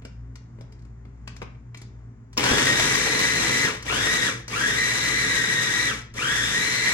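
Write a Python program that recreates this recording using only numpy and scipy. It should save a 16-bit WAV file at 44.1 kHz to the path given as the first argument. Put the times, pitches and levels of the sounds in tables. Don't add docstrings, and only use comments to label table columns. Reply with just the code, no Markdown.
import sys
import numpy as np
from scipy import signal
from scipy.fft import rfft, irfft, next_fast_len
from scipy.io import wavfile
from scipy.ndimage import map_coordinates

SR = 44100
rng = np.random.default_rng(int(sys.argv[2]) if len(sys.argv) > 2 else 0)


def pcm_store(signal):
    levels = np.round(np.clip(np.atleast_2d(signal), -1, 1) * 32767)
    wavfile.write(sys.argv[1], SR, levels.astype(np.int16).T)


N = 305613

# switch click [s], motor start [s], release [s], click level [dB before trims],
# motor level offset [dB], gear whine offset [dB].
PRESSES = [(2.329, 2.369, 3.642, -49, -0.5, 1), (3.8244, 3.845, 4.258, -36, -0.5, 0.9),
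           (4.479, 4.49, 5.881, -33.5, -0.5, -0.1), (6.1384, 6.145, 7.566, -44.5, 0, 0.4)]


def amp(db):
    return 10 ** (np.asarray(db) / 20)


def unit(x):
    return x / np.sqrt(np.mean(np.abs(x) ** 2) + 1e-20)


def along(points, hz):
    f, v = np.transpose(points)
    return np.interp(np.log(hz + 1), np.log(f + 1), v)


def wobble(rate):
    knots = rng.standard_normal(int(N * rate / SR) + 4)
    return map_coordinates(knots, [np.arange(N) * rate / SR])


def filtered(x, response):
    m = next_fast_len(N + SR // 2)
    spectrum = rfft(x, m) * response(np.fft.rfftfreq(m, 1 / SR))
    return irfft(spectrum, m)[..., :N]


def resonances(modes, f):
    total = 0
    for k, (c, w, db) in enumerate(modes):
        total = total + (-1) ** k * amp(db) * 1j * f * w / (c * c - f * f + 1j * f * w)
    return total


def spread(pair):
    # frequency [Hz], left-right likeness [0 to 1].
    likeness = [(60, .99), (160, .97), (270, .85), (500, .55), (1000, .55), (2000, .45), (5000, .4),
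                (8000, .65), (12000, .85)]

    def mid_side(hz):
        turn = np.arccos(np.clip(along(likeness, hz), -1, 1)) / 2
        return np.array([np.cos(turn), np.sin(turn)])

    mid, side = filtered(pair, mid_side)
    return np.array([mid + side, mid - side])


def blurred(phase, blur_hz, steady):
    wander = [steady + wobble(blur_hz) + 1j * wobble(blur_hz) for _ in range(2)]
    return unit(np.real(np.array(wander) * np.exp(1j * phase)))


def kitchen(x):
    # frequency [Hz], time to fall by 60 dB [s].
    decay = [(200, 0.27), (2000, 0.42), (6000, 0.36), (12000, 0.037)]
    hz, t, z = signal.stft(rng.standard_normal((2, SR // 2)), SR, nperseg=256)
    fading = z * amp(-60 * t / along(decay, hz)[:, None])
    tail = signal.istft(fading, SR, nperseg=256)[1]
    return signal.fftconvolve(x, tail / np.linalg.norm(tail[0]), axes=1)


def fridge():
    # frequency [Hz], blur [random knots a second], level [dB], steadiness [ratio].
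    hum_tones = [(58.6, 4.06, -46.5, 1.34), (118.4, 22, -45.5, 2.1), (167.5, 14, -63, 0.95),
                 (222, 14, -62, 0.75), (265, 14, -63, 1.1), (337, 7.8, -68.5, 0.61), (392, 10, -68, 1.5),
                 (443, 14, -71.5, .8)]
    # frequency [Hz], relative level [dB].
    air_colour = [(25, -40), (35, -22), (45, -3), (70, -8.5), (100, -1.5), (150, -7.5), (260, -9),
                  (310, -22), (600, -25), (1000, -26.5), (2000, -32), (3000, -45), (4000, -51), (7000, -44),
                  (9000, -61), (12000, -78)]
    air_db = -50
    t = np.arange(N) / SR
    hum = sum(amp(db) * blurred(2 * np.pi * hz * t, blur_hz, steady) for hz, blur_hz, db, steady in hum_tones)
    air = unit(filtered(rng.standard_normal((2, N)), lambda f: amp(along(air_colour, f))))
    air = amp(1.1 * wobble(5.09)) * air
    return spread(hum + amp(air_db) * air)


def ticks():
    # start [s], level [dB before trims], low modes [dB],
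    # modes near 1 kHz [dB], brightness [dB], left minus right of the direct sound [dB].
    handling = [(0.0193, -50, 1, -5, -15, 0), (0.0493, -41.5, 6, -14, -2, 0),
                (0.3547, -45.5, -15, -12, -3, 3), (0.585, -59, 14, -3, -14, 2),
                (0.608, -51, 12, -3, -2.5, 3), (0.7214, -58, 6, -2, 4, 2), (0.79, -65, 0, -4, 0, 3),
                (0.82, -61, 0, -4, -3, 4), (0.8494, -58.5, 0, -2, -4, 5), (1.051, -52.5, 1, 3, -19, 2),
                (1.2744, -32.5, -31, -16, -7.5, 2.5), (1.3633, -41.5, -4, -11, -4, 2),
                (1.416, -34, 5, 10, -31, 0), (1.4242, -38.5, -2, -3, -14, 10),
                (1.5494, -57, 2, -7, -22, -2), (1.7444, -38, -13, -9, -10, 1), (1.7712, -52.5, 6, -4, 9, 2),
                (1.815, -55, 11, -8, 11, -3)]
    # start [s], level [dB before trims], low and 1 kHz modes [dB].
    thrown = [(2.4374, -16, -15), (2.487, -30, -1), (2.512, -18, 2), (2.532, -24, 4), (2.579, -19, -5),
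              (2.626, -22, -9), (2.654, -20.5, -9), (2.725, -20.5, -7), (2.7956, -17.5, -9),
              (2.824, -21.5, -11), (3.013, -24, -16), (3.352, -28, -20), (3.42, -26, -13),
              (3.571, -24, -11), (3.648, -20.5, -7), (3.952, -36, -21), (5.006, -33, -24),
              (5.4396, -29, -15), (6.157, -41, 0), (6.27, -27, -18), (6.312, -26, -21), (6.456, -28, -16),
              (6.7203, -28, -8)]
    # frequency [Hz], relative level [dB], time to fall by 60 dB [s].
    plastic_modes = [(200, -6, 0.052), (322, 2, 0.023), (475, -3, 0.033), (640, -5, 0.033),
                     (868, -5, 0.016), (1090, 1.5, 0.031), (1484, 3, 0.027), (1855, -1.5, 0.043),
                     (2350, 7.5, 0.035), (2950, -1, 0.016), (3680, -3, 0.025), (4730, 1, 0.026),
                     (5333, 8.5, 0.05), (6650, 10.5, 0.031), (7410, -17, 0.022), (8770, 5.5, 0.035)]
    switch_colour = (-13, -7, 2.5, -2)
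    bowl_colour = (-5.5, 1)  # brightness, left minus right, in dB
    out, t = np.zeros((2, N + SR)), np.arange(SR // 5) / SR
    hz, level, t60 = np.transpose(plastic_modes)[:, :, None]
    clicks = [(row[0], row[3], *switch_colour) for row in PRESSES]
    hits = [(s, db, low, low, *bowl_colour) for s, db, low in thrown]
    for s, db, low_db, boxy_db, bright_db, pan_db in handling + clicks + hits:
        balance = [(480, low_db + 7.5), (850, boxy_db), (1100, boxy_db), (1500, 0), (3800, 0), (5000, bright_db)]
        colour = level + rng.normal(0, 1.6, hz.shape) + along(balance, hz)
        drift = np.cumsum(rng.standard_normal((len(hz), len(t))), axis=1) * np.sqrt(2.2 * hz / SR)
        modes = amp(colour - 60 * t / t60) * np.sin(2 * np.pi * hz * t + drift)
        ring = np.sum(modes, axis=0) * np.minimum(t / 0.0033, 1)
        sound = amp(-6.0) * kitchen(ring[None])
        sound[:, :len(t)] += amp(np.array([[.5], [-.5]]) * pan_db) * ring
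        out[:, round(s * SR):][:, :sound.shape[1]] += amp(db - 2.5) * sound
    return filtered(out[:, :N], lambda f: 1 / (1 + 1j * f / 7000) ** 2)


def motor(t):
    spin_up_s, eager = .1, .55
    coast_s, braking = .24, 2.1
    coast_db = -1.5
    share, level_db, load_db = np.full(N, 1e-3), np.zeros(N), np.zeros(N)
    for _, on, off, _, db, whine_db in PRESSES:
        powered_s = np.clip(np.minimum(t, off) - on, 0, None)
        rise = (1 - np.exp(-powered_s / spin_up_s)) ** eager
        coast = np.clip(1 - (t - off) / coast_s, 0, 1) ** braking
        share = np.maximum(share, rise * coast)
        level_db = np.where(t > on, db, level_db)
        unloading = np.clip((t - off) / 0.039, 0, 1)
        load_db = np.where(t > on, whine_db + coast_db * unloading, load_db)
    return share, level_db, load_db


def whine(shaft, order, blur_hz, skirt_db):
    # frequency [Hz], width [Hz], relative level [dB].
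    housing_modes = [(1295, 94, -5), (1566, 36, 10), (1674, 38, 0), (1869, 48, 11), (2020, 60, 0.5),
                     (2180, 39, -6), (2320, 49, 1.5), (3020, 150, -26), (3400, 310, -3), (4190, 29, -20)]
    uneven = 1 + 0.58 * np.cos(shaft) + 0.31 * np.cos(2 * shaft + 1.2)
    tone = uneven * blurred(order * shaft, blur_hz, steady=0.45)
    skirt = amp(skirt_db) * blurred(.99 * order * shaft, 750, steady=0)
    return unit(filtered(tone + skirt, lambda f: 0.89 + resonances(housing_modes, f)))


def bites():
    bites_per_s, bite_s, bite_db = 80, .008, 3.5
    chance = rng.random((2, N))
    size = amp(-bite_db * np.log(chance[1] + 0.0012))
    kicks = (chance[0] < bites_per_s / SR) * size
    return 1.45 + signal.fftconvolve(kicks, np.exp(-np.arange(SR // 10) / SR / bite_s))[:N]


def chopper():
    # time [s], tooth rate before jolts [Hz].
    running = [(2.4, 1961), (2.7, 1870), (2.82, 1987), (3.64, 2029), (3.95, 1952), (4.12, 2021),
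               (4.2, 1890), (4.26, 1954), (4.6, 1953), (4.74, 1899), (4.8, 2018), (5.05, 2016), (5.4, 1900),
               (5.89, 1947), (6.3, 1906), (6.5, 1814), (6.62, 1992), (6.93, 2029)]
    # time [s], added noise before each part takes its share [dB].
    chunks = [(2.37, 19), (2.43, 11.5), (2.52, 13), (2.66, 12), (2.8, 7.5), (2.9, 8), (3.6, 4), (4.2, 4.5),
              (5, 1.5), (6.9, -1)]
    # base level at full speed [dB],
    # drop per halving of speed [dB], swell at half speed [dB], share of chunk noise [ratio], wander [dB].
    parts = [(-30, 7.5, 9, -0.08, 1.5), (-35, 5, 6, -0.17, 1.5), (-46.5, -3, 0, .3, -1),
             (-28.5, 8, -1, 0.41, 0), (-42, 5, 6, 1.35, 2.5), (-37.5, 5.5, 3, 0.76, 0.86)]
    # frequency [Hz], relative level [dB].
    churn_colour = [(500, -11.5), (750, -9.5), (1100, -4), (1900, 3), (2800, -4), (3700, -4), (4600, -9.5),
                    (5000, -2.5), (5350, -5), (5800, -1.5), (7500, -7.5), (9300, -10.5), (11500, -17.5),
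                    (13500, -27.5), (15800, -41)]
    # frequency [Hz], relative level [dB].
    crunch_colour = [(300, -12), (400, 1), (470, 6), (560, -1), (750, -2), (1000, 1), (1400, -3.5),
                     (2500, 0), (5000, -10), (9000, -29)]
    # frequency [Hz], width [Hz], relative level [dB].
    counter_modes = [(116.5, 40, 0.5), (182, 39.6, 0), (212.6, 19.4, 0.5), (262, 75, -3.5),
                     (355, 107, -6.5), (420, 58, -0.5), (477, 67, 1.5)]
    teeth, wander_hz = 12, 9
    stumble, stumble_hz = .012, 25.08
    chatter, chatter_hz = .05, 139.96
    t = np.arange(N) / SR
    share, level_db, load_db = motor(t)
    chunk_db = np.interp(t, *np.transpose(chunks))
    half_speed = np.sin(np.pi * share)
    levels = []
    for db, halving_db, swell_db, part, wander_db in parts:
        speed_db = halving_db * np.log2(share) + swell_db * half_speed
        levels.append(level_db + db + speed_db + part * chunk_db + wander_db * wobble(wander_hz))
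    whine_db, octave_db, twelfth_db, churn_db, crunch_db, rumble_db = levels

    jolts = 1 + stumble * wobble(stumble_hz) + chatter * half_speed * wobble(chatter_hz)
    tooth_hz = share * np.interp(t, *np.transpose(running)) * jolts
    shaft = 2 * np.pi * np.cumsum(tooth_hz) / SR / teeth
    skirt_db = 24 * (tooth_hz / 2000 - 1)
    slow_db = -.03 * np.maximum(1400 - tooth_hz, 0)
    gears = amp(whine_db + slow_db) * whine(shaft, teeth, 80, skirt_db + 2.5)
    gears += amp(octave_db) * whine(shaft, 2 * teeth, 210, skirt_db + 1.5)
    gears += amp(twelfth_db) * whine(shaft, 3 * teeth, 120, skirt_db + 1)
    gears *= amp(load_db - .025 * np.maximum(1150 - tooth_hz, 0))

    knocks = amp(0.99 * wobble(25) + 1.4 * wobble(300))
    noise = rng.standard_normal((3, 2, N))
    churn = unit(filtered(knocks * noise[0], lambda f: amp(along(churn_colour, f))))
    crunch = unit(filtered(knocks * bites() * noise[1], lambda f: amp(along(crunch_colour, f))))

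    def counter(f):
        band = f ** 2 / (f ** 2 + 90 ** 2) / (1 + (f / 600) ** 4)
        return resonances(counter_modes, f) * band

    unbalance = amp(-7.5 - .4 * chunk_db) * blurred(shaft, 15, steady=2.2)
    rumble = unbalance + unit(filtered(noise[2], counter))
    mix = gears + amp(churn_db) * churn + amp(crunch_db) * crunch + amp(rumble_db) * rumble
    mix = mix * (t > PRESSES[0][1])
    return spread(mix + amp(-8.0) * kitchen(mix)[:, :N])


def blade():
    # start [s], level [dB before the ring and crack are summed].
    catches = [(2.375, -23.5), (2.951, -24.5), (3.191, -27)]
    # frequency [Hz], mean relative level [dB], time to fall by 60 dB [s].
    steel_modes = [(1080, 2, 0.034), (2350, -3, 0.041), (3500, -3, 0.044), (4730, 1.5, 0.052),
                   (5530, 3.5, 0.057), (6800, -3, 0.032)]
    out, t = np.zeros(N + SR), np.arange(SR // 10) / SR
    for s, db in catches:
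        ring = np.zeros(len(t))
        for hz, level, t60 in steel_modes:
            ring += amp(level + rng.normal(0, 2.5) - 60 * t / t60) * np.sin(2 * np.pi * hz * t)
        crack = 0.46 * amp(-60 * t / 0.11) * rng.standard_normal(len(t))
        out[round(s * SR):][:len(t)] += amp(db) * (ring + crack) * np.minimum(t / 0.0016, 1)
    return out[:N]


def scene():
    return chopper() + blade() + ticks() + fridge()


def record(dry):
    # frequency [Hz], left minus right [dB].
    lean = [(30, 3), (70, 1.5), (150, -2), (380, 0.5), (950, 4), (2380, 1), (5980, 8), (9000, 1),
            (15000, -1.5)]
    # frequency [Hz], phase by which left leads before the bass fade [radians].
    phase_lead = [(300, 21), (600, 2.5), (950, 1.43), (2330, 1.44), (2760, 4), (5000, 4.5), (7670, 1),
                  (8610, -3.5), (9650, -18), (12600, -10.5), (15100, -33)]
    top_hz = 15800
    halves = [.5, -.5]

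    def ports(hz):
        lead = along(phase_lead, hz) * np.clip(hz / 250 - 1.8, 0, 1)
        gain = amp(np.outer(halves, along(lean, hz)))
        return gain * np.exp(1j * np.outer(halves, lead)) * (hz < top_hz)

    return filtered(dry, ports)


dry = scene()
out = record(dry)
pcm_store(out)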